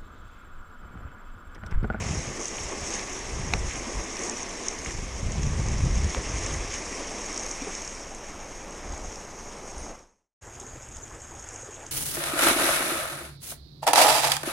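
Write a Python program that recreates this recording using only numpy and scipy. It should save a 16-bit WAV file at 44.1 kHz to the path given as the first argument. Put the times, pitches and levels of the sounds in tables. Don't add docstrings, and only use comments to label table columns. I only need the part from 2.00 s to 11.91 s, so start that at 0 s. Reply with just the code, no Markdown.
import sys
import numpy as np
from scipy import signal
from scipy.io import wavfile
from scipy.ndimage import uniform_filter1d

SR = 44100
rng = np.random.default_rng(int(sys.argv[2]) if len(sys.argv) > 2 else 0)


def dump_mix(stems):
    frames = np.atleast_2d(stems).T
    limited = np.clip(frames, -1, 1)
    pcm = np.round(limited * 32767).astype(np.int16)
    wavfile.write(sys.argv[1], SR, pcm)


def voltage_ratio(decibels):
    exponent = np.asarray(decibels, float) / 20
    return 10 ** exponent


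N = 437028

TURN_START_S, TURN_END_S = 5.33, 6.16
LOW_TURN_S = 4.63
CUT_S = 8.41
END_S, END_DB = 9.87, -4

# pitch in Hz, level in dB per Hz.
SURF_TONE = [(110, -42), (190, -1), (340, 2), (720, -4), (1150, -5.5), (1400, -15), (2130, -7),
             (2870, -13.5), (4290, -20), (5000, -14), (6050, -7), (7800, -11.5), (9600, -18), (12500, -40)]
SHORE_TONE = [(110, -16.5), (190, -2), (516, -1.5), (903, -3.5), (1480, -10.5), (2210, -6.5), (4370, -20),
              (5000, -14.5), (6050, -8), (7300, -12), (9000, -15.5), (12500, -44)]
CALM_TONE = [(110, -26), (190, -23), (222, -1.5), (464, -2.5), (842, -3), (1500, -12), (3420, -21.5),
             (4290, -30), (5000, -20), (6050, -16), (7500, -11), (9000, -17.5), (12500, -48)]
# pitch in Hz, width in Hz, lift in dB at the surf, shore and calm spot.
CASE_RINGS = [
    (5540, 620, 7, 6, 4.6),
    (6510, 340, 7.5, 10.6, 12.7),
    (7010, 960, 2, 1.3, 4.9),
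    (6900, 410, 0.2, 1.5, 3.1),
]
# wash, splash and fizz in dB.
WATER_LEVELS = [
    (-43.5, -46.5, -45),
    (-49, -55, -52),
    (-47.5, -57.5, -52),
    (-55, -58.5, -55.5),
]
FOAM_FOLLOW = (1, 1.3, 1.35)
SHADE_START_S = (5.43, 5.55, 5.7)
# time in seconds, level in dB.
NEAR_FOAM = [(0, 1), (0.4, -1.5), (0.9, 0.5), (1.3, -1), (1.86, -0.5), (2.6, -.5), (3.1, -3), (3.6, -1),
             (4.3, 0.5), (5.0, 0), (5.6, -1), (6.0, 0), (6.6, 1), (7.3, 0), (7.9, 0.5), (8.45, -0.5),
             (9.2, 0.5), (9.7, 1.5)]
# middle in seconds, length in seconds, lift in dB, share reaching the splash (0-1).
FOAM_SURGES = [(0.1, 0.13, 3, 0.2), (0.22, 0.11, 4, 0), (0.425, 0.21, 5.5, 0.05), (0.6, 0.22, 4.5, 0.1),
               (0.88, 0.08, 7, 0), (0.96, 0.12, 7, 0.6), (1.728, 0.14, 5, 0.7), (1.996, .14, 0.5, 0.9),
               (2.25, 0.21, 7, 0.14), (2.386, 0.093, 5, 0.2), (2.674, 0.079, 5, 0.4), (2.877, 0.17, 5, 0.5),
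               (3.33, 0.09, -1.5, 0.2), (3.454, .08, -0.5, .6), (3.967, 0.06, 2.5, 1), (4.138, 0.21, 2, .8),
               (4.45, 0.3, 4, 0.64), (4.74, 0.11, 3.5, 1), (5.229, 0.12, 1.5, 0.1), (5.413, 0.42, 4, 0),
               (5.55, .1, 0.5, 0.1), (5.717, 0.27, 3, 0.6), (5.875, 0.31, 3, 0.4), (6.273, 0.19, 2, 1),
               (6.946, 0.14, 3.5, 0.5), (7.07, 0.088, 1.5, .3), (7.68, .12, 2.5, 0), (7.8, 0.094, 1, 0),
               (8.62, .08, 4.5, 0), (9.57, 0.38, 3.5, 0.4)]
# middle in seconds, length in seconds, lift in dB.
LEG_LAPS = [(0.1, 0.061, 1), (0.403, 0.058, 7.5), (0.553, 0.11, 3), (0.74, 0.073, 2.5), (1.547, 0.056, 6),
            (1.953, 0.32, 2), (2.29, 0.38, 2.5), (4.174, 0.06, 1), (4.325, 0.085, 1.5), (4.482, 0.08, 2.5),
            (5.01, .1, 1.5), (5.61, 0.089, 0), (5.69, 0.072, 5), (6.5, 0.069, 0.5), (6.93, 0.41, 2),
            (7.687, 0.21, 1.5), (8.485, 0.087, 4.5), (8.638, 0.089, 2), (8.753, 0.089, 2), (9.135, 0.23, 2),
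            (9.33, 0.091, 2), (9.562, 0.1, 4.5), (9.686, 0.16, 3), (9.852, 0.072, 4)]

# start in seconds, peak in dB, first and last Hz, length in seconds.
WATER_SLAPS = [(1.536, -18, 2000, 2800, .0026), (1.5364, -23, 3000, 4900, .0025),
               (1.534, -27, 770, 810, .008), (1.537, -26, 4800, 7600, .0022),
               (1.5385, -33, 6300, 5500, .003), (1.5358, -27, 1000, 1600, .0033),
               (1.5345, -56, 12000, 13600, .005), (0.583, -34, 2200, 3700, .003),
               (2.86, -28, 1600, 2800, .0035), (4.1465, -25, 410, 3000, .0033),
               (6.934, -42, 800, 1100, .006), (6.936, -47, 3520, 4500, .003),
               (7.157, -38.5, 4600, 6700, .0033), (8.985, -48, 5900, 6100, .007),
               (8.968, -52, 2800, 4500, .003), (9.762, -52, 4500, 3000, .005),
               (9.859, -53, 2400, 4000, .007), (9.863, -49, 4000, 6200, .006)]
# start in seconds, peak in dB, peak of the low part in dB.
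DROP_SNAPS = [(0.2205, -27, -42), (0.455, -18, -39), (0.4814, -20.5, -42), (0.8704, -25, -35),
              (0.938, -21.5, -37), (0.9935, -28.5, -22), (1.535, -27.5, -32), (1.711, -29, -33.5),
              (2.1917, -22.5, -38.5), (2.2343, -24, -37), (2.2957, -17, -43), (2.43, -22.5, -44.5),
              (2.683, -13, -44), (2.6835, -27, -42.5), (2.8469, -25.5, -40.5), (3.319, -22, -43),
              (3.432, -24, -28), (3.685, -20, -40), (4.043, -24, -31), (4.146, -30.5, -24),
              (4.462, -18, -37), (4.722, -24, -38), (4.739, -22, -32), (5.343, -21, -37), (5.376, -19, -41),
              (5.3951, -21, -40), (5.512, -19.5, -35), (5.75, -21.5, -31.5), (5.876, -22, -41)]
# start in seconds, peak in dB.
NET_DRIPS = [(6.147, -27.5), (6.7072, -30), (6.977, -29), (7.0457, -34), (7.1013, -41), (7.1213, -37),
             (7.1572, -37), (7.675, -32), (7.7797, -30.5), (8.4183, -43), (8.599, -26), (8.6655, -32),
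             (8.8477, -34), (8.8872, -32), (8.9508, -50), (8.967, -28), (8.9845, -40), (9.1472, -39.5),
             (9.218, -28), (9.394, -31), (9.441, -33), (9.4876, -27.5), (9.5594, -24.5), (9.6285, -29),
             (9.7069, -34), (9.7748, -44), (9.865, -24.5)]
# start in seconds, peak in dB, pitch in Hz.
FOAM_TICKS = [(0.5492, -30, 6600), (0.5686, -20, 6530), (0.8395, -21, 6500), (0.904, -19, 6450),
              (1.1318, -21, 6660), (2.168, -18.5, 5600), (2.252, -27, 6200), (2.37, -19, 5940),
              (2.6637, -20, 6450), (2.7871, -21, 6360), (3.4201, -26, 6440), (3.4665, -22, 5850),
              (3.9549, -20, 6500), (4.0337, -20, 6570), (4.5421, -26, 6400), (4.782, -22, 6450),
              (5.2165, -22, 6500), (5.2545, -25, 6580), (5.2609, -18, 6560), (5.3272, -21, 6460),
              (5.3617, -20, 5540), (5.4331, -21, 6300), (5.463, -18, 6450), (5.4914, -22, 6510),
              (5.6206, -21, 5750), (5.8072, -26, 5650), (5.8187, -20, 6510), (5.8476, -21, 5700),
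              (7.9105, -32, 6440), (7.9902, -25, 5750), (8.6114, -30, 6640), (8.7201, -40, 6470),
              (8.8278, -33, 6810), (9.3177, -35, 6490), (9.3945, -34, 6400)]
# start in seconds, peak in dB, pitch in Hz.
BUBBLE_GLUGS = [(1.867, -28, 255), (2.289, -36.5, 368), (3.44, -28, 245), (4.168, -25, 542),
                (4.2, -31.5, 402), (4.606, -31, 402), (5.615, -25.5, 274), (5.669, -26.5, 450),
                (8.612, -36, 385), (8.636, -36, 1000), (8.641, -39, 262), (8.731, -39, 732),
                (8.751, -38, 326), (8.782, -39, 1350), (9.03, -42, 437), (9.115, -37, 1200),
                (9.145, -38, 690), (9.537, -36, 476), (9.63, -35, 530), (9.687, -31.5, 440),
                (9.797, -40, 607)]

# pitch in Hz, level in dB per Hz.
THUMP_TONE = [(12, -22), (22, -6), (35, -2), (50, 0), (65, -5), (110, -30), (300, -90)]
FLUTTER_TONE = [(20, -55.5), (40, -23), (65, 0), (90, 0.5), (150, -7), (220, -13.5), (400, -36), (900, -98)]
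# time in seconds, thump in dB, flutter over thump in dB.
STEADY_BREEZE = [(0, -51, 15), (0.42, -59, 3.5), (1.2, -52, -1), (1.5, -41.5, 4.5), (1.9, -54.5, -3.5),
                 (2.4, -58, 3.5), (2.8, -59, -1.5), (3.15, -39.5, -5.5), (3.5, -35.5, 3), (4.07, -34, -1),
                 (4.13, -46, -4), (4.6, -42, -3.5), (4.9, -53, -4), (5.9, -56, -3), (6.4, -58, 0.5),
                 (7.9, -55, -3.5), (8.42, -57, -0.5), (9.9, -62, 0)]
# middle in seconds, length in seconds, thump in dB, flutter over thump in dB.
CASE_GUSTS = [(0.11, 0.12, -48, 14), (0.187, 0.062, -44.5, 15), (0.291, 0.071, -43, 5),
              (0.63, 0.17, -42.5, -4), (0.83, 0.073, -51, 11.5), (1.38, 0.14, -34.5, -7.5),
              (1.568, 0.14, -31.5, -13.5), (1.655, 0.11, -33.5, -10), (1.787, 0.16, -44, -8),
              (1.98, 0.12, -34.5, -5), (2.806, 0.062, -50, 7.5), (2.884, 0.059, -42, 0),
              (2.988, 0.2, -37, -4.5), (3.265, 0.12, -41.5, 6), (3.393, 0.034, -37, 9.5),
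              (3.45, 0.077, -37, 4.5), (3.502, 0.045, -49, -1), (3.594, 0.041, -33, 2.5),
              (3.713, 0.069, -44, 8), (3.85, 0.083, -27.5, 2), (3.955, 0.19, -29, -33), (4.053, .1, -32, 0),
              (4.19, 0.074, -33, -11), (4.366, 0.36, -40, 0), (4.542, 0.11, -38, -2.5),
              (4.608, 0.077, -40, -14), (6.91, 0.19, -38.5, -13), (7.064, 0.15, -40, -14),
              (7.803, 0.1, -39, -22), (8.735, .06, -50, -4), (8.778, .04, -43, -6), (8.915, .09, -51, -5),
              (8.975, 0.059, -41, -9), (9.143, .05, -47, -1), (9.4, 0.43, -61, 2)]
# pitch in Hz, level in dB per Hz.
SWAY_TONE = [(10, -16), (20, 4.5), (28, 2.5), (45, -12.5), (70, -26.5), (300, -92.5)]
DRONE_TONE = [(30, -30.5), (70, 0), (125, 3.5), (145, -9.5), (170, -28), (400, -85)]
# start in seconds, length in seconds, level in dB, pitch in Hz.
BIRD_PEEPS = [
    (7.653, 0.055, -66, 9200),
    (7.782, 0.046, -50, 9170),
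]

# pitch in Hz, dB under the loud bands where it vanishes.
LOST_TREBLE = [(8500, 50), (9500, 32), (10500, 28.5), (11500, 29), (12300, 29), (13200, 26), (13600, 15)]
# time in seconds, level in dB.
SCENE_FADE = [
    (7.9, 3.5),
    (8.0, -6),
    (8.1, -20),
    (8.2, -30.5),
    (8.26, -39),
    (8.28, -49),
    (8.335, -56),
    (8.408, -85),
    (8.412, -15),
    (8.426, 2.5),
]


def water():
    far = rng.standard_normal(N)
    near = pops(4000, 2.6, 3.8)
    spray = pops(3000, 1.4, 6.4)
    crackle = pops(350, 2.6, 3.5) * np.where(after_cut(), .8, .35)
    wash_bubbles = bubbles(200, 295.0, 1397, 4.74)
    wash = evened(far * voltage_ratio(1.4 * drift(12)) + 0.52 * near + 0.089 * wash_bubbles)
    splash_bubbles = bubbles(400, 1405, 4350, 3.9)
    splash = evened(far + 0.62 * near + 0.6 * crackle + 0.15 * splash_bubbles)
    boil = voltage_ratio(swells(FOAM_SURGES, np.array(FOAM_SURGES)[:, 2]))
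    fizz_bubbles = bubbles(1500, 4300, 9760, 8.1)
    fizz = evened(0.75 * far / boil + 0.32 * near + 0.68 * spray + crackle + 0.28 * fizz_bubbles)
    return (voltage_ratio(layer_db(0)) * heard(wash, 0, 1400, LOW_TURN_S)
            + voltage_ratio(layer_db(1)) * heard(splash, 1400, 4300)
            + voltage_ratio(layer_db(2)) * heard(fizz, 4300, 3e4))


def pops(per_s, spread_db, clump_db):
    size_db = spread_db * np.minimum(rng.exponential(1, N), 3) + clump_db * np.tanh(drift(35))
    sign = rng.choice([-1., 1.], N)
    bursts = rng.random(N) < per_s / SR
    return evened(voltage_ratio(size_db) * sign * bursts)


def bubbles(per_s, lo_hz, hi_hz, cycles, count=24):
    out, rings = np.zeros(N), []
    for hz in np.geomspace(lo_hz, hi_hz, count):
        turns = np.arange(int(3 * cycles * SR / hz)) * hz / SR
        shape = np.exp(-turns / cycles) * np.minimum(turns / 1.2, 1)
        ring = shape * np.sin(2 * np.pi * turns * (1 + .012 * turns))
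        rings.append(ring / np.linalg.norm(ring))
    born = rng.random(N) < per_s / SR
    which = rng.integers(0, count, N)
    size = rng.exponential(1, N)
    for at in np.flatnonzero(born):
        add(out, at / SR, voltage_ratio(3.65 * min(size[at], 3)) * rings[which[at]])
    return evened(out) * np.where(after_cut(), voltage_ratio(5), 1)


def layer_db(index):
    surf, shore, away, calm = np.array(WATER_LEVELS)[:, index]
    facing = along([(SHADE_START_S[index], surf), (TURN_END_S, shore), (SCENE_FADE[0][0], away),
                    (CUT_S, away), (CUT_S, calm), (END_S, calm), (N / SR, calm + END_DB)])
    surge, lap = np.array(FOAM_SURGES), np.array(LEG_LAPS)
    if index == 0:
        lift = swells(LEG_LAPS, lap[:, 2])
    elif index == 1:
        lift = swells(FOAM_SURGES, surge[:, 2] * surge[:, 3])
    else:
        lift = swells(FOAM_SURGES, surge[:, 2])
    return facing + FOAM_FOLLOW[index] * along(NEAR_FOAM) + lift


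def heard(source, lo_hz, hi_hz, turn_s=TURN_START_S):
    turned = np.interp(np.arange(N) / SR, (turn_s, TURN_END_S), [0, 1])
    calm = after_cut()
    shares = np.sqrt(1 - turned), np.sqrt(turned) * ~calm, calm
    drives = source, np.roll(source, SR), source
    out = np.zeros(N)
    for view, tone in enumerate((SURF_TONE, SHORE_TONE, CALM_TONE)):
        case = colour(tone, lo_hz, hi_hz, view=view)
        out += shares[view] * signal.oaconvolve(drives[view], case)[:N]
    return out


def patchy(x):
    hz, t, z = signal.stft(x, SR, nperseg=512, noverlap=384)
    field = rng.standard_normal(z.shape)
    for size, axis in ((7, 0), (7, 0), (11, 1), (11, 1)):
        field = uniform_filter1d(field, size, axis)
    depth_db = np.where(t > CUT_S, 1.9, 1.14) * np.interp(hz, (800, 3000), (.3, 1))[:, None]
    lift = voltage_ratio(depth_db * evened(field) - .115 * depth_db ** 2)
    return signal.istft(z * lift, SR, nperseg=512, noverlap=384)[1][:N]


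def slaps():
    out = np.zeros(N)
    puffs = rng.standard_normal((len(WATER_SLAPS), 400))
    for (s, db, from_hz, to_hz, length), puff in zip(WATER_SLAPS, puffs):
        hz = np.geomspace(from_hz, to_hz, int(length * SR))
        ragged = 1 + .3 * evened(uniform_filter1d(puff, size=12))[:len(hz)]
        sweep = np.sin(2 * np.pi * np.cumsum(hz) / SR)
        add(out, s, voltage_ratio(db) * ragged * signal.windows.tukey(len(hz), .7) * sweep)
    return out


def drops():
    out, t = np.zeros(N), np.arange(256) / SR
    main, low, air = (colour(SURF_TONE, lo, hi, view=0)[:600]
                      for lo, hi in ((5500, 8200), (1400, 4300), (7500, 14000)))
    puffs = rng.standard_normal((len(DROP_SNAPS), 256))
    for (s, peak_db, low_db), puff in zip(DROP_SNAPS, puffs):
        burst = puff * t * np.exp(-t / 0.00087)
        for db, band in ((peak_db - 4, main), (low_db - 6, low), (peak_db - 22 - 4, air)):
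            ring = np.convolve(burst, band)
            add(out, s, voltage_ratio(db) * ring / abs(ring).max())
    case = colour(CALM_TONE, 5600, size=1024, view=2)
    puffs = rng.standard_normal((len(NET_DRIPS), 256))
    for (s, db), puff in zip(NET_DRIPS, puffs):
        ring = np.convolve(puff * t * np.exp(-t / 0.00097), case)
        add(out, s, voltage_ratio(db - 5.5) * ring / abs(ring).max())
    return out


def ticks():
    out, t = np.zeros(N), np.arange(400) / SR
    peak_s = .0012
    shape = t / peak_s * np.exp(1 - t / peak_s)
    puffs = rng.standard_normal((len(FOAM_TICKS), 400))
    for (s, db, hz), puff in zip(FOAM_TICKS, puffs):
        rough = 1 + 0.37 * evened(uniform_filter1d(puff, size=14))
        add(out, s, voltage_ratio(db - 6.5) * shape * rough * np.sin(2 * np.pi * hz * t) / 2)
    return out


def glugs():
    out = np.zeros(N)
    for s, db, hz in BUBBLE_GLUGS:
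        turns = np.arange(int(16 * SR / hz)) * hz / SR
        shape = turns / 2.0 * np.exp(1 - turns / 1.73)
        ring = np.sin(2 * np.pi * turns * (0.904 + 0.0088 * turns))
        add(out, s, voltage_ratio(db - 6.5) * shape * ring)
    return out


def wind():
    thump = eddies(THUMP_TONE, .8, size=2200)
    flutter = eddies(FLUTTER_TONE, .8, size=1600)
    flutter = evened(flutter * (1 + 0.34 * np.tanh(thump)))
    push_db, gust = along(STEADY_BREEZE), np.array(CASE_GUSTS)
    thump_size = voltage_ratio(push_db) + swells(CASE_GUSTS, voltage_ratio(gust[:, 2] - 2.0))
    flutter_size = voltage_ratio(push_db + along(STEADY_BREEZE, index=2))
    flutter_size += swells(CASE_GUSTS, voltage_ratio(gust[:, 2] + gust[:, 3] - 3.0))
    push = thump_size * thump + flutter_size * flutter
    crest = push ** 2 - uniform_filter1d(push ** 2, size=2200)
    return push + 1.3 * crest


def eddies(points, steady, size):
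    x = signal.oaconvolve(rng.standard_normal(N), colour(points, size=32768))[:N]
    power = uniform_filter1d(uniform_filter1d(x ** 2, size), size)
    swell = np.sqrt(abs(power) + 1e-9)
    return evened(x / swell ** steady)


def lull():
    calm = after_cut()
    sway = eddies(SWAY_TONE, .5, size=3000)
    drone = eddies(DRONE_TONE, .3, size=1600)
    return voltage_ratio(np.where(calm, -62, -50)) * sway + voltage_ratio(-56) * calm * drone


def bird():
    out = np.zeros(N)
    for s, length, db, hz in BIRD_PEEPS:
        t = np.arange(int(length * SR)) / SR
        fall = voltage_ratio(db - 8 * t / length)
        add(out, s, fall * signal.windows.tukey(len(t), .2) * np.sin(2 * np.pi * hz * t))
    return out


def after_cut():
    return np.arange(N) > CUT_S * SR


def evened(x):
    return x / np.sqrt(np.mean(x ** 2) + 1e-20)


def add(mix, s, sound):
    part = mix[round(s * SR):][:len(sound)]
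    part += sound[:len(part)]


def drift(hz):
    return evened(signal.sosfilt(signal.butter(2, hz, fs=SR, output="sos"), rng.standard_normal(N)))


def along(points, index=1):
    rows = np.array(points)
    return np.interp(np.arange(N) / SR, rows[:, 0], rows[:, index])


def swells(rows, heights):
    out = np.zeros(N)
    for (s, length, *_), height in zip(rows, heights):
        add(out, max(s - length / 2, 0), height * np.hanning(int(max(length, .02) * SR)))
    return out


def colour(points, lo_hz=0., hi_hz=3e4, size=8192, view=None):
    hz = abs(np.fft.fftfreq(size, 1 / SR)) + 1
    f, db = np.transpose(points)
    db = np.interp(np.log(hz), np.log(f), db)
    if view is not None:
        for ring in CASE_RINGS:
            db = db + ring[2 + view] / (1 + (2 * (hz - ring[0]) / ring[1]) ** 2)
    gain = voltage_ratio(db) / np.sqrt((1 + (lo_hz / hz) ** 12) * (1 + (hz / hi_hz) ** 12))
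    log_gain = np.log(gain + 1e-5)
    taps = np.fft.ifft(np.exp(np.conj(signal.hilbert(log_gain)))).real[:size // 2]
    return taps / np.linalg.norm(taps)


def lose_faint_treble(x, size=7):
    hz, t, z = signal.stft(x, SR, nperseg=2048, noverlap=1024)
    bands = len(hz) // size
    power = (abs(z[0, :bands * size]) ** 2).reshape(bands, size, -1).mean(1)
    centre_hz = hz[:bands * size].reshape(bands, size).mean(1)
    loud_db = 10 * np.log10(power[(centre_hz > 300) & (centre_hz < 8000)].mean(0) + 1e-20)
    under_db = loud_db - 10 * np.log10(power + 1e-20) + 3 * rng.standard_normal(power.shape)
    gust_db = 10 * np.log10(uniform_filter1d(power[0], size) + 1e-20) - loud_db - 16.5
    under_db += .45 * np.maximum(gust_db, 0) * (centre_hz[:, None] > 11600)
    kept = under_db < np.interp(centre_hz, *np.transpose(LOST_TREBLE))[:, None]
    kept[centre_hz < 8500] = True
    z[:, :bands * size] *= np.repeat(kept, size, 0)
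    return signal.istft(z, SR, nperseg=2048, noverlap=1024)[1][:, :N]


def scene():
    lake = water()
    mono = wind() + lull() + drops() + slaps() + glugs() + bird() + ticks() + patchy(lake)
    return np.array([mono, mono])


def top_cut(x):
    return signal.sosfilt(signal.butter(12, 13730, fs=SR, output="sos"), x)


def record(dry):
    hiss_tone = colour([(1000, 0.0029), (9000, 0.0022)], 5200, 13000)
    hiss = signal.oaconvolve(rng.standard_normal(N), hiss_tone)[:N]
    camera = lose_faint_treble(dry + voltage_ratio(-69.5) * hiss)
    calm = np.arange(N) > (CUT_S + .13) * SR
    treble = signal.lfilter(*signal.butter(1, 5000, "high", fs=SR), np.roll(camera[0], 300))
    treble = treble + .07 * np.roll(camera[0], 900)
    side = voltage_ratio(-23 + 9.1 * drift(15)) * calm * treble * np.array([[1], [-1]])
    edit = np.round((camera + side) * voltage_ratio(along(SCENE_FADE)) * 2 ** 15) / 2 ** 15
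    return top_cut(edit)


dry = scene()
out = record(dry)
dump_mix(out)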